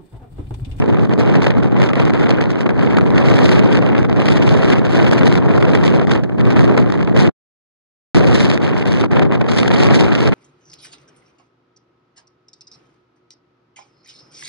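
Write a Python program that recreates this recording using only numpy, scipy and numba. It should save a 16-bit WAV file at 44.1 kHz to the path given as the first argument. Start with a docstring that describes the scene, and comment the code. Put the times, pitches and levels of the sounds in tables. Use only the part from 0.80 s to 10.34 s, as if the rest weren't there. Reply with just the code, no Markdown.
"""Storm wind on a beach buffets the two microphone ports of a hand-held camera, with surf far behind.
From the start each port rumbles on its own, and gusts tear small eddies across both in rasping, cracking
bursts. Two sharp raps cut in just after 2 s. Near 6.5 s the camera goes silent for almost a second, then
the wind is back at once and blows to the end. Throughout, the camera widens the stereo picture, which
throws the rumble out of phase, and limits and clips the peaks."""
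import sys
import numpy as np
from scipy import signal
from scipy.fft import rfft, irfft, next_fast_len
from scipy.io import wavfile
from numba import njit

SR = 44100
rng = np.random.default_rng(int(sys.argv[2]) if len(sys.argv) > 2 else 0)


def unload_wav(signal):
    """Save mono or channel-first audio to the path in sys.argv[1] as 16-bit WAV at rate SR, clipped to [-1, 1]."""
    wavfile.write(
        sys.argv[1],
        SR,
        np.round(np.clip(np.atleast_2d(signal).T, -1, 1) * 32767).astype(np.int16),
    )


N = 420713
TIME = np.arange(N) / SR
SIZE = next_fast_len(N, real=True)
FREQ = np.maximum(np.arange(SIZE // 2 + 1) * SR / SIZE, 1)


def undb(db):
    """Decibels to gain."""
    return 10 ** (np.asarray(db) / 20)


def eq_curve(points):
    """Join (frequency [Hz], value) points on a log-frequency axis."""
    hz, value = np.transpose(points)
    return np.interp(np.log(FREQ), np.log(hz), value)


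def noise_spectrum(colour):
    """The spectrum of a noise with this colour and rms 1."""
    return rfft(rng.standard_normal(SIZE)) * colour / np.sqrt(np.mean(colour ** 2))


def noise(colour):
    """Coloured noise for the length of the scene, rms 1."""
    return irfft(noise_spectrum(colour))[:N]


def flutter(slow_hz, fast_hz):
    """Turbulent wobble with equal power in each octave between two rates, rms 1."""
    return noise(1 / np.sqrt(FREQ * (1 + (slow_hz / FREQ) ** 4) * (1 + (FREQ / fast_hz) ** 4)))


def low_pass(x, hz):
    """A steep elliptic high cut."""
    return signal.sosfilt(signal.ellip(12, .1, 95, hz, fs=SR, output="sos"), x)


@njit
def follow(rectified, attack, release):
    """An envelope follower with separate rates for rise and fall."""
    out, level = np.empty(len(rectified)), 0.
    for i in range(len(rectified)):
        level += (rectified[i] - level) * (attack if rectified[i] > level else release)
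        out[i] = level
    return out


def limit(x, threshold_db, attack_s, release_s):
    """A stereo-linked limiter holds down the strongest blows, looking a millisecond ahead."""
    envelope = follow(np.abs(x).max(axis=0), 1 / (attack_s * SR), 1 / (release_s * SR))
    ahead = np.roll(envelope, -SR // 1000)
    return x / np.maximum(ahead / undb(threshold_db), 1)


def surf(level_db, swell_db):
    """Far breakers merge into a wash that swells slowly and reaches both ports alike."""
    # tone of the distant breakers: (frequency [Hz], relative level [dB])
    wash_eq = [(60, -17.5), (200, 9.5), (500, 19.5), (1200, -7), (3000, -12), (6000, -22.5), (11000, -29)]
    wash = noise(undb(eq_curve(wash_eq)))
    return wash * undb(level_db + swell_db * flutter(slow_hz=.17, fast_hz=.71))


def raps():
    """Two sharp raps, as if on the camera's case: noise in a broad resonance, alike at both ports."""
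    # the hits: (time [s], pitch [Hz], bandwidth [Hz], level [dB], decay [s])
    hits = [(2.169, 2350, 1500, -17, .002), (2.1845, 1650, 1300, -12.5, .0012)]
    out = np.zeros(N)
    for start, hz, width, db, decay in hits:
        ring = noise(1 / (1 + (2 * (FREQ - hz) / width) ** 2))
        age = np.maximum(TIME - start, 0) / decay
        out += undb(db) * ring * 2 * np.sqrt(age) * np.exp(-age)
    return out


def cracks(eddies, boost_db):
    """Each sharp eddy jolts the ports with a single pressure spike, panned at random."""
    # tone of an eddy overloading a port: (frequency [Hz], relative level [dB])
    crack_eq = [(20, -27), (300, -10), (1000, 0.5), (2000, 11.5), (4000, -2), (7000, -17.5), (11000, -27)]
    times, db, _ = np.transpose(eddies)
    angle = 2 * np.pi * rng.random(len(times))
    pan = np.array([np.cos(angle), np.sin(angle)])
    spikes = np.zeros((2, SIZE))
    spikes[:, (times * SR).astype(int)] = undb(db + boost_db) * pan
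    colour = undb(eq_curve(crack_eq))
    return irfft(rfft(spikes) * colour / np.sqrt(np.mean(colour ** 2)))[:, :N]


def buffeting():
    """Big eddies push on the ports: the level ride of the rumble in dB."""
    # strength of the push: (time [s], relative level [dB])
    pushes = [(0.01, -8), (.6, -6), (.72, -10.5), (.8, -4), (.9, -9), (1, -6.5), (1.15, -8.5), (1.53, -7.5),
              (1.72, -11), (2.05, -8), (2.18, -6), (2.33, -6), (3.1, -6.5), (3.28, -6.5), (3.45, -8.5),
              (3.8, -5.5), (4.1, -9), (4.19, -6), (5.33, -7.5), (5.48, -12), (5.6, -6.5), (5.85, -3.5),
              (6.22, -10.5), (6.42, -4.5), (7.37, -3.5), (7.6, -7), (7.95, -11.5), (8.27, -10), (8.41, -7),
              (8.54, -7), (8.66, -12.5), (8.78, -9.5), (9.15, -5.5), (9.36, -10), (9.53, -9)]
    times, db = np.transpose(pushes)
    return np.interp(TIME, times, db)


def surges():
    """Heavy shoves of air swell and ebb smoothly: the lift of the roar's body in dB."""
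    # shoves of air: (peak time [s], length [s], lift [dB])
    shoves = [(0.46, 0.088, 2.5), (2.59, .34, 2), (3.057, 0.11, 1.5), (4.79, 0.27, 3.5), (5.17, 0.055, 5),
              (5.964, 0.085, 3.5), (7.425, 0.12, 4), (8.42, .07, 0.5), (8.535, .07, 2), (9.093, .14, 1)]
    return sum(db * np.exp(-(2 * (TIME - peak) / length) ** 2) for peak, length, db in shoves)


def gusts(attack_s, release_s):
    """Each gust rises quickly, crests and dies back to the steady wind: tearing and hiss in dB."""
    # gusts that tear across the ports: (start [s], end [s], relative tearing [dB], extra hiss [dB])
    blasts = [(0.392, 0.7, -27.5, -2.5), (0.967, 1.62, -26.5, -4.5), (1.988, 2.203, -28, -8),
              (2.344, 2.979, -23.5, 1), (3.015, 3.215, -28, -6.5), (3.366, 3.992, -25, 1.5),
              (4.041, 4.085, -29.5, 4), (4.12, 4.487, -23.5, 2), (4.494, 4.583, -28, 0),
              (4.671, 5.2, -27.5, -2), (5.28, 5.377, -29.5, -2.5), (5.677, 6.02, -30.5, -1),
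              (6.342, 6.484, -24.5, 4.5), (7.33, 7.765, -27, 8), (7.813, 8.058, -26, -1.5),
              (8.067, 8.258, -28, 5), (8.305, 8.45, -25.5, -8.5), (8.498, 8.582, -23, -10.5),
              (8.684, 8.897, -28.5, 5.5), (8.914, 9.31, -22, 5.5), (9.3, 9.56, -24, 0.5)]
    tear_db, hiss_db = np.full(N, -35.), np.full(N, -6.5)  # the bed between gusts
    for start, end, db, extra_db in blasts:
        rise = (TIME - start) / attack_s + .5
        fall = (end - TIME) / release_s + .5
        blowing = np.clip(np.minimum(rise, fall), 0, 1)
        crest_db = np.interp(TIME, [start, (start + end) / 2, end], [-.5, .5, -.5])  # keenest mid-gust
        tear_db += blowing * (db - tear_db)
        hiss_db += blowing * (extra_db + crest_db - hiss_db)
    return tear_db, hiss_db


def lulls(recovery_s):
    """The flow settles for a moment, then breaks away again all at once: the dip in dB."""
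    # moments of smooth flow: (end [s], dip in the tearing [dB], length [s])
    calms = [(.078, -12, .015), (.29, -13, .03), (.376, -14, .027), (.459, -12, .01), (.616, -16, .009),
             (.916, -11, .025), (1.087, -12, .013), (1.13, -26, .016), (1.152, -13, .009),
             (1.249, -12, .012), (1.327, -14, .024), (1.609, -10, .01), (1.89, -15, .018),
             (2.208, -12, .017), (2.254, -11, .018), (3.148, -8, .012), (3.282, -16, .02),
             (3.349, -12, .012), (4.017, -7, .012), (4.31, -16, .011), (4.431, -13, .009),
             (4.553, -14, .01), (4.802, -16, .013), (5.27, -15, .018), (5.431, -18, .025),
             (5.487, -19, .038), (5.575, -18, .07), (6.06, -11, .012), (6.119, -8, .014),
             (6.272, -11, .014), (6.335, -8, .03), (6.362, -10, .007), (7.807, -14, .022),
             (8.05, -13, .019), (8.305, -26, .043), (8.502, -12, .043), (8.588, -15, .026),
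             (8.903, -17, .014), (9.519, -17, .019)]
    dip_db = np.zeros(N)
    for end, db, length in calms:
        near = slice(max(int((end - .12) * SR), 0), int((end + .02) * SR))
        age = TIME[near] - end
        dip_db[near] += db * np.exp(-np.where(age < 0, age / length, age / recovery_s) ** 4)
    return dip_db


def snaps(flow_db, per_second, above_db, spread_db, length_s):
    """Stray eddies snap at random, riding on the flow's level: rows of (time [s], peak [dB], length [s])."""
    when, strength, stretch = rng.random((per_second * N // SR, 3)).T
    at = (when * (N - 1)).astype(int)
    peak_db = flow_db[at] + above_db + spread_db * (2 * strength - 1)
    return list(zip(at / SR, peak_db, length_s * (.5 + stretch)))


def tearing(flow_db, eddies, spread_db, breakaway_db, ceiling_db, hush_db):
    """Level of the small eddies in dB: fitful in weak flow, steadier once it has fully broken away."""
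    fitfulness = np.clip(1 + .02 * (breakaway_db - flow_db), .7, 1.3)
    fits = undb(flow_db + spread_db * fitfulness * flutter(slow_hz=14, fast_hz=230))
    fits /= np.hypot(1, fits / undb(ceiling_db))
    for peak, db, length in eddies:
        near = slice(max(int((peak - .04) * SR), 0), int((peak + .04) * SR))
        age = (TIME[near] - peak) / length
        # a sharp eddy swells and passes within milliseconds, after a moment of smoother flow
        fits[near] *= undb(hush_db * np.exp(-(age + 1) ** 2))
        transient = undb(db) * np.exp(-np.abs(1.3 * age) ** 5)
        fits[near] = np.hypot(fits[near], transient)
    return 20 * np.log10(fits)


def wind_at_port(buffet_db, tear_db, hiss_db, surge_db, buffet_trim_db=-6.5, tear_trim_db=15):
    """Pressure at one port: big eddies carry the bass, small ones take over towards the treble."""
    # tone of the turbulent pressure: (frequency [Hz], relative level [dB])
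    pressure_eq = [(20, -25.5), (40, -29), (60, -16), (85, -4), (120, 3.5), (220, 1.14), (400, -4),
                   (650, -13), (1000, -19), (1900, -25), (3500, -35), (5500, -45), (8000, -56.5),
                   (11000, -63)]
    # how each band answers the flow: (centre [Hz], tearing share [0-1], hiss share [0-1], flicker [dB])
    bands = [(49.4, 0.01, 0.2, 4.5), (121, 0.08, 0.08, -1), (300, 0.13, 0.03, 0.5), (606, 0.39, 0, 0.5),
             (1220, 0.49, 0.03, -1.5), (2640, 0.82, 0.3, 4), (4670, 0.8, 0.92, 3.5), (9600, 0.7, 1.0, 3.5)]
    body_hz, body_octaves, ceiling_db = 650, .58, 10
    pressure = noise_spectrum(undb(eq_curve(pressure_eq)))
    buffet_db = buffet_db + buffet_trim_db + 3 * np.tanh(flutter(slow_hz=5.6, fast_hz=59.3))
    tear_db = tear_db + tear_trim_db + .57 * flutter(slow_hz=61.2, fast_hz=492)
    out = np.zeros(N)
    for hz, tear_share, hiss_share, flicker_db in bands:
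        crossover = eq_curve([(centre, centre == hz) for centre, *_ in bands])
        body_share = np.exp(-(np.log2(hz / body_hz) / body_octaves) ** 2)
        db = buffet_db + tear_share * (tear_db - buffet_db) + hiss_share * hiss_db + body_share * surge_db
        # smaller eddies live shorter, so higher bands flicker faster
        gain = undb(db + flicker_db * flutter(slow_hz=.62 * np.sqrt(hz), fast_hz=1.8 * np.sqrt(hz)))
        # a fixed soft ceiling rounds off the sharpest spikes in each band
        gain /= np.hypot(1, gain / undb(ceiling_db))
        out += irfft(pressure * crossover)[:N] * gain
    return out


def scene():
    """The same gusts drive both ports, but each feels its own pressure; cracks, raps and surf join in."""
    # the sharpest eddies: (time [s], relative peak [dB], length [s])
    bursts = [(.041, -21, 0.0032), (.088, -30.5, 0.0013), (.137, -28, 0.0017), (.146, -18, 0.0014),
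              (.169, -27, 0.0017), (.249, -26, 0.0013), (.295, -19, 0.0017), (.335, -21, .004),
              (.461, -23, 0.0034), (.497, -16.5, .005), (.555, -13, 0.0043), (.643, -14, 0.0015),
              (.668, -10, 0.0057), (.707, -11, 0.0065), (.924, -25, 0.00099), (1.001, -13, .002),
              (1.019, -7, 0.0044), (1.03, -10.5, 0.0018), (1.092, -16, 0.0018), (1.134, -11, 0.0032),
              (1.157, -13.5, 0.0029), (1.2, -13, 0.0096), (1.221, -13, 0.0018), (1.253, -21, .003),
              (1.28, -16.5, 0.0015), (1.298, -20, .002), (1.337, -18, .002), (1.347, -20, .003),
              (1.493, -11, 0.0015), (1.507, -17.5, 0.0036), (1.611, -13.5, 0.0058), (1.622, -16, 0.00084),
              (1.705, -23, 0.0014), (1.757, -14.5, 0.0016), (1.808, -18.5, 0.003), (1.864, -18, 0.0071),
              (1.893, -15, 0.0033), (1.906, -17.5, 0.0053), (2.171, -12, .004), (2.186, -14.5, .002),
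              (2.211, -17, 0.0017), (2.256, -25, .002), (2.263, -21, 0.0009), (2.305, -14.5, 0.0014),
              (2.38, -10.5, 0.005), (2.589, -13, .0025), (2.793, -10.5, 0.0022), (2.955, -11, .002),
              (2.972, -9, 0.0019), (3.064, -14, .0015), (3.152, -16, .006), (3.181, -15.5, 0.0015),
              (3.23, -14.5, 0.00071), (3.298, -20, 0.0047), (3.328, -19, .0012), (3.401, -15.5, 0.0027),
              (3.419, -12.5, .002), (3.486, -10, 0.0069), (3.692, -15, 0.0018), (3.846, -14.5, 0.0011),
              (3.902, -7.5, .0024), (3.928, -14.5, 0.013), (4.068, -19, 0.0017), (4.157, -12, 0.0023),
              (4.17, -14, .002), (4.266, -14.5, 0.0042), (4.313, -14, 0.002), (4.333, -17, 0.0035),
              (4.433, -10, 0.0018), (4.477, -15, 0.0015), (4.526, -13, 0.0014), (4.555, -13, .003),
              (4.692, -16.5, 0.0014), (4.826, -13, .002), (4.952, -11, 0.0043), (5.04, -18, .003),
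              (5.068, -18, .0015), (5.079, -15.5, 0.0018), (5.094, -18, 0.00092), (5.197, -14, 0.004),
              (5.216, -16.5, 0.0049), (5.272, -21, .0015), (5.316, -16, 0.009), (5.361, -14.5, 0.0008),
              (5.435, -36, 0.00058), (5.497, -22.5, 0.0015), (5.583, -24.5, 0.00059), (5.603, -27, 0.0029),
              (5.705, -17, .004), (5.765, -17.5, 0.0073), (5.793, -17, 0.00088), (5.884, -38, 0.0018),
              (5.977, -10, 0.0041), (6.061, -21.5, 0.0023), (6.123, -17, .003), (6.207, -22, 0.00073),
              (6.275, -21.5, 0.0036), (6.296, -22.5, 0.0012), (6.365, -11.5, 0.0032), (6.41, -15, 0.0017),
              (7.351, -38, .004), (7.701, -15.5, 0.0048), (7.715, -10, 0.0014), (7.776, -10.5, 0.0018),
              (7.85, -29, 0.0011), (8.057, -18.5, 0.0043), (8.241, -22, 0.0077), (8.314, -27, .005),
              (8.369, -19.5, 0.021), (8.395, -5.5, 0.0031), (8.425, -16.5, 0.012), (8.452, -22, .002),
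              (8.523, -15, 0.0025), (8.553, -21, 0.0037), (8.614, -13.5, 0.0056), (8.689, -22, .005),
              (8.718, -19, 0.0057), (8.787, -15, 0.0067), (8.832, -11.5, 0.0016), (8.88, -13, .003),
              (8.912, -13.5, 0.012), (9.02, -27, 0.013), (9.352, -9, 0.0018), (9.406, -14, 0.00089),
              (9.428, -19, .0012), (9.474, -11.5, 0.0046)]
    gust_db, hiss_db = gusts(attack_s=.013, release_s=.018)
    dip_db = lulls(recovery_s=.0016)
    flow_db = gust_db + dip_db
    eddies = bursts + snaps(flow_db, per_second=12, above_db=6, spread_db=4, length_s=.0006)
    tear_db = tearing(flow_db, eddies, spread_db=6, breakaway_db=-31.5, ceiling_db=-17, hush_db=-3)
    # the torn flow flaps against both ports at once, which makes it rasp
    rasp_db = 3.8 * np.tanh(1.6 * flutter(slow_hz=68.6, fast_hz=446))
    wander_db = 4.5 * flutter(slow_hz=2.7, fast_hz=21)
    # a lull ducks the hiss further still, while the big eddies barely feel it
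    hiss_db += .27 * dip_db + wander_db
    buffet_db = buffeting() + .13 * dip_db
    wind = np.array([wind_at_port(buffet_db, tear_db + rasp_db, hiss_db, surges()) for _ in range(2)])
    return wind + cracks(bursts, boost_db=9) + raps() + surf(level_db=-47.5, swell_db=6)


def record(dry):
    """The camera widens by taking the delayed other port from each, then mutes once, limits and clips."""
    crossfeed, lag_samples, clip_level = .87, 16, .96
    mute_s, unmute_s, fade_s = 6.491, 7.346, .004
    wide = dry - crossfeed * np.roll(dry[::-1], lag_samples, axis=1)
    # the sound dies within milliseconds and comes back all at once
    fade = np.exp(-np.clip(TIME - mute_s, 0, .1) / fade_s)
    gate = np.where(TIME < unmute_s, fade, 1)
    dulled = low_pass(wide * gate, hz=11050)
    limited = limit(dulled, threshold_db=.3, attack_s=.0003, release_s=.01)
    return low_pass(np.clip(limited, -clip_level, clip_level), hz=11526)


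dry = scene()
out = record(dry)
unload_wav(out)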